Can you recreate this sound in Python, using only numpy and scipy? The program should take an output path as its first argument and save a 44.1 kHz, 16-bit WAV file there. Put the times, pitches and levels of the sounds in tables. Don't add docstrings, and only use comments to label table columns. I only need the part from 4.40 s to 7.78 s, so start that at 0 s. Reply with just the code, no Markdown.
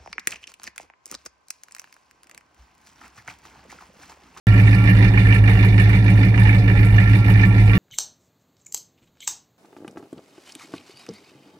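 import sys
import numpy as np
from scipy import signal
from scipy.io import wavfile

SR = 44100
rng = np.random.default_rng(int(sys.argv[2]) if len(sys.argv) > 2 else 0)


def decibels_to_gain(level_db):
    exponent = np.asarray(level_db, float) / 20
    return 10 ** exponent


def wrap_up_sound(samples):
    columns = np.atleast_2d(samples).T
    tamed = np.clip(columns, -1, 1)
    steps = np.round(tamed * 32767).astype(np.int16)
    wavfile.write(sys.argv[1], SR, steps)


N = 149058
PAD = 8192


def rms_one(x):
    return x / np.sqrt(np.mean(x ** 2) + 1e-20)


def resonate(x, hz, width_hz):
    r = np.exp(-np.pi * width_hz / SR)
    zeros = [(1 - r * r) / 2, 0, (r * r - 1) / 2]
    poles = [1, -2 * r * np.cos(2 * np.pi * hz / SR), r * r]
    return signal.lfilter(zeros, poles, x)


def twice(x, hz, width_hz):
    once = resonate(x, hz, width_hz * 1.5)
    return rms_one(resonate(once, hz, width_hz * 1.5))


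def late(x, s):
    n = np.arange(len(x))
    return np.interp(n - s * SR, n, x)


def clicks(s, heights):
    out = np.zeros(N + 2 * PAD)
    i = np.round(s * SR).astype(int) + PAD
    inside = i < len(out)
    out[i[inside]] = heights[inside]
    return out + 1e-18


def padded_time():
    return (np.arange(N + 2 * PAD) - PAD) / SR


# (start [s], boom lost [0-1], rasp lost [dB], rasp level [dB], upper boom level [dB])
ENGINE_CYCLES = [(0.035, 0, -1, -0.5, 2), (0.1854, 0.08, -7, -4, 2.5), (.335, 0.72, -1, -1.5, 6),
                 (0.482, 0.37, -6, -2.5, 5.5), (0.6322, 0.67, 0.5, -1.5, 6), (0.7811, 0.2, -5.5, -2.5, 2.5),
                 (0.932, .2, 8, 0.5, 0.5), (1.0831, 0, -2.5, -0.5, -0.5), (1.2354, 0.32, 4, -0.5, 1.5),
                 (1.3862, 0.14, 0.5, 0.5, -0.5), (1.5374, 0.4, 1.5, -2.5, 3), (1.687, 0.37, -6, -4.5, 5),
                 (1.8375, 1, 5, -3.5, 6.5), (1.9837, 0.02, -5.5, -3, 1), (2.135, 0.45, 3, -2, 2.5),
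                 (2.2845, 0.18, -4, -4, 1.5), (2.436, 0, -2.5, -4.5, -1.5), (2.588, 0, -3.5, -2.5, 0),
                 (2.739, 0.8, 4.5, -1.5, 3.5), (2.8872, 0.3, -4, -2, 3.5), (3.0388, 0.69, 1, -3.5, 5.5),
                 (3.1875, 0.03, -3.5, -3.5, -1.5), (3.34, 0.1, 18, 0.5, 5.5)]


def firings():
    cycle_s = 0.15
    run_in = (ENGINE_CYCLES[0][0] - cycle_s, 0, 0, 0, 0)
    rows = np.vstack([run_in, ENGINE_CYCLES])
    starts = np.append(rows[:, 0], rows[-1, 0] + cycle_s)
    s = np.interp(np.arange(8 * len(rows)) / 8, np.arange(len(starts)), starts)
    return s, np.repeat(rows, 8, axis=0)


# (frequency [Hz], t60 [s], travel time from the valve [s])
PIPE_MODES = [(61.6, 0.104, 0.0146), (109.0, 0.296, 0.0124), (121.5, 0.205, 0.0126), (186.6, 0.165, 0.01),
              (272.8, 0.112, 0.0076)]
MODE_DRIVE = [(-0.087, 0.263, -0.172, -0.141, 0.068), (-0.156, 0.263, -0.21, 0.097, -0.049),
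              (-0.064, -0.018, 0.042, -0.011, 0.037), (-0.146, 0.281, -0.073, -0.044, 0.035),
              (-0.221, 0.295, -0.167, 0.108, 0.015), (-0.069, 0.078, -0.06, -0.066, 0.073),
              (-0.182, 0.358, -0.213, 0.036, -0.075), (-0.092, -0.011, 0.072, 0.035, -0.044)]
MODE_SCATTER = [.08, .07, .07, .12, .25]
# (frequency [Hz], width [Hz], level [dB])
PIPE_RUMBLE = [(42, 7, -4), (75, 15, -9), (104, 14, 0), (190, 25, -9), (235, 30, -16), (290, 50, -13)]
# (rasp [dB], puff [dB], hiss [dB], share of a stumble in boom [ratio], in gas [ratio])
CYLINDER_TRAITS = [
    (7, 7.5, -8, 0.56, 0.088),
    (0, 4.5, 4, 0.059, 0.07),
    (-4.5, -2.5, -29, 0, 0.29),
    (-9, 5.5, -8.5, 0.68, 0),
    (-4.5, -9.5, -12, 1, 1),
    (-4.5, 1.5, -21, 0.54, 1),
    (0, 2, -2.5, 0.2, 0.32),
    (-4.5, 3, -12, 0.11, 0.34),
]


def boom():
    boom_db, turbulence_db = 2.5, -24
    left_db, left_lag_s = -1.6, 0.00017
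    s, cycle = firings()
    share = np.resize(np.array(CYLINDER_TRAITS)[:, 3], len(s))
    strength = 1 - np.clip(cycle[:, 1] * share, 0, 1)
    scatter = rng.standard_normal((len(s), len(PIPE_MODES)))
    ringing = 0
    for k, (hz, t60, travel_s) in enumerate(PIPE_MODES):
        r = decibels_to_gain(-60 / (t60 * SR))
        w = 2 * np.pi * hz / SR
        drive = np.resize(np.array(MODE_DRIVE)[:, k], len(s)) * strength
        drive = drive * (1 + MODE_SCATTER[k] * scatter[:, k])
        drive = drive * decibels_to_gain(cycle[:, 4] * (k >= 3))
        pulses = clicks(s + travel_s, drive)
        ringing = ringing + signal.lfilter([0, np.sin(w)], [1, -2 * r * np.cos(w), r * r], pulses)
    noise = rng.standard_normal(len(ringing))
    flow = sum(decibels_to_gain(db) * twice(noise, hz, width) for hz, width, db in PIPE_RUMBLE)
    out = decibels_to_gain(boom_db) * ringing + decibels_to_gain(turbulence_db) * flow
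    return np.array([decibels_to_gain(left_db / 2) * late(out, left_lag_s), decibels_to_gain(-left_db / 2) * out])


def decay(x, tau_s):
    return signal.lfilter([1], [1, -np.exp(-1 / (tau_s * SR))], x)


def bursts(column, fall_s, floor_db):
    lead_s, rise_s = 0.0085, 0.0005
    spit_db, spit_fall_s = -6.5, 0.0011
    scatter_db, leak_follows = 2.0, 1
    s, cycle = firings()
    cylinder = np.resize(np.array(CYLINDER_TRAITS), (len(s), 5))
    lost_db = cycle[:, 2] * cylinder[:, 4]
    db = cylinder[:, column] + cycle[:, 3] - lost_db + scatter_db * rng.standard_normal(len(s))
    rise = decay(clicks(s - lead_s, decibels_to_gain(db)), rise_s)
    body = decay(rise, fall_s)
    spit = decay(rise, spit_fall_s)
    leak = decibels_to_gain(floor_db - leak_follows * np.interp(padded_time(), s, lost_db))
    return rms_one(rms_one(body + decibels_to_gain(spit_db) * spit) + leak)


def gas(flow, shared, left_peaks, right_peaks):
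    colour_scatter_db, left_lag_s = 3.0, 0.00021
    s = firings()[0]
    noise = rng.standard_normal((2, 3, len(flow)))
    out = np.zeros((2, len(flow)))
    for k, (left_peak, right_peak) in enumerate(zip(left_peaks, right_peaks)):
        share = decibels_to_gain(colour_scatter_db * np.interp(padded_time(), s, rng.standard_normal(len(s))))
        common, left, right = noise[k % 2] * flow * share
        left_port = late(np.sqrt(shared) * common + np.sqrt(1 - shared) * left, left_lag_s)
        right_port = np.sqrt(shared) * common + np.sqrt(1 - shared) * right
        for port, x, (hz, width, db) in zip(out, (left_port, right_port), (left_peak, right_peak)):
            port += decibels_to_gain(db) * twice(x, hz, width)
    return out


# (frequency [Hz], width [Hz], level [dB])
LEFT_RASP = [(1377, 116, -62.5), (1763, 260, -36), (2085, 50, -38.5), (2290, 370, -35.5), (2883, 590, -50)]
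# (frequency [Hz], width [Hz], level [dB])
RIGHT_RASP = [(1300, 580, -36.5), (1787, 127, -25.5), (2037, 156, -34.5), (2330, 150, -26.5),
              (2789, 125, -36)]


def rasp(flow):
    return gas(flow, 0.78, LEFT_RASP, RIGHT_RASP)


# (frequency [Hz], width [Hz], left level [dB], right level [dB])
MUFFLER_BURBLE = [(377, 43.5, -41.5, -34.5), (461, 27.5, -43, -39), (562.7, 40, -49.5, -40),
                  (721.6, 38, -44, -40), (830, 97, -48.5, -36.5), (952, 54, -45.5, -42)]


def burble(rasp_flow):
    peaks = np.array(MUFFLER_BURBLE)
    return gas(rasp_flow ** 0.35, 0.7, peaks[:, :3], peaks[:, [0, 1, 3]])


# (frequency [Hz], width [Hz], level [dB])
LEFT_PUFF = [(3800, 570, -46), (4810, 900, -49), (5890, 430, -55)]
# (frequency [Hz], width [Hz], level [dB])
RIGHT_PUFF = [(3583, 155, -42.5), (4280, 560, -47), (5180, 580, -57.5)]


def puffs():
    flow = bursts(column=1, fall_s=0.025, floor_db=-15)
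    return gas(flow, 0.45, LEFT_PUFF, RIGHT_PUFF)


# (frequency [Hz], width [Hz], level [dB])
LEFT_HISS = [(7420, 1150, -55.5), (9250, 1600, -51.5), (10560, 1300, -56.5), (12300, 2000, -56),
             (14800, 2500, -68)]
# (frequency [Hz], width [Hz], level [dB])
RIGHT_HISS = [(7900, 400, -70), (8740, 800, -62.5), (10160, 910, -58), (11600, 1300, -53),
              (14600, 3200, -61)]


def hiss():
    flow = bursts(column=2, fall_s=0.027, floor_db=-9.5)
    return gas(flow, 0.45, LEFT_HISS, RIGHT_HISS)


def tailpipes():
    rasp_flow = bursts(column=0, fall_s=0.021, floor_db=-20.5)
    return rasp(rasp_flow) + burble(rasp_flow) + puffs() + hiss()


# (frequency [Hz], width [Hz], left level [dB], right level [dB])
INTAKE_WHISTLES = [(1146, 10, -9, -4), (1371, 11, -1, 4)]
# (time [s], level [dB])
INTAKE_DRAUGHT = [(0.1, -43), (0.28, -46), (0.35, -41), (0.45, -45), (0.88, -51), (0.91, -42), (1.65, -52),
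                  (1.67, -49), (2.52, -48), (2.87, -41), (2.97, -55), (3.03, -41.5), (3.18, -47),
                  (3.31, -50), (3.33, -31), (3.37, -39)]


def whistles():
    patchy_db = -0.5
    draught_db = np.interp(padded_time(), *np.transpose(INTAKE_DRAUGHT))
    out = 0
    for hz, width, left_db, right_db in INTAKE_WHISTLES:
        noise, slow = rng.standard_normal((2, N + 2 * PAD))
        waver_db = patchy_db * twice(slow, 2.0, 24.0)
        tone = twice(noise, hz, width) * decibels_to_gain(waver_db + draught_db)
        out = out + tone * decibels_to_gain(np.array([[left_db], [right_db]]))
    return out


def scene():
    return (boom() + tailpipes() + whistles())[:, PAD:PAD + N]


def low_pass(x):
    return signal.sosfilt(signal.butter(12, 16520, fs=SR, output="sos"), x)


def record(dry):
    low_cut_hz, top_cut_hz, start_s = 16, 15700, 0.0696
    rounded = 2 * np.tanh(dry / 2)
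    low_cut = signal.butter(1, low_cut_hz, "high", fs=SR, output="sos")
    x = signal.sosfilt(low_cut, rounded)
    x = x * (np.arange(N) >= start_s * SR)
    top_cut = signal.ellip(12, 0.5, 70, top_cut_hz, fs=SR, output="sos")
    mix = signal.sosfilt(top_cut, x)
    return low_pass(mix)


dry = scene()
out = record(dry)
wrap_up_sound(out)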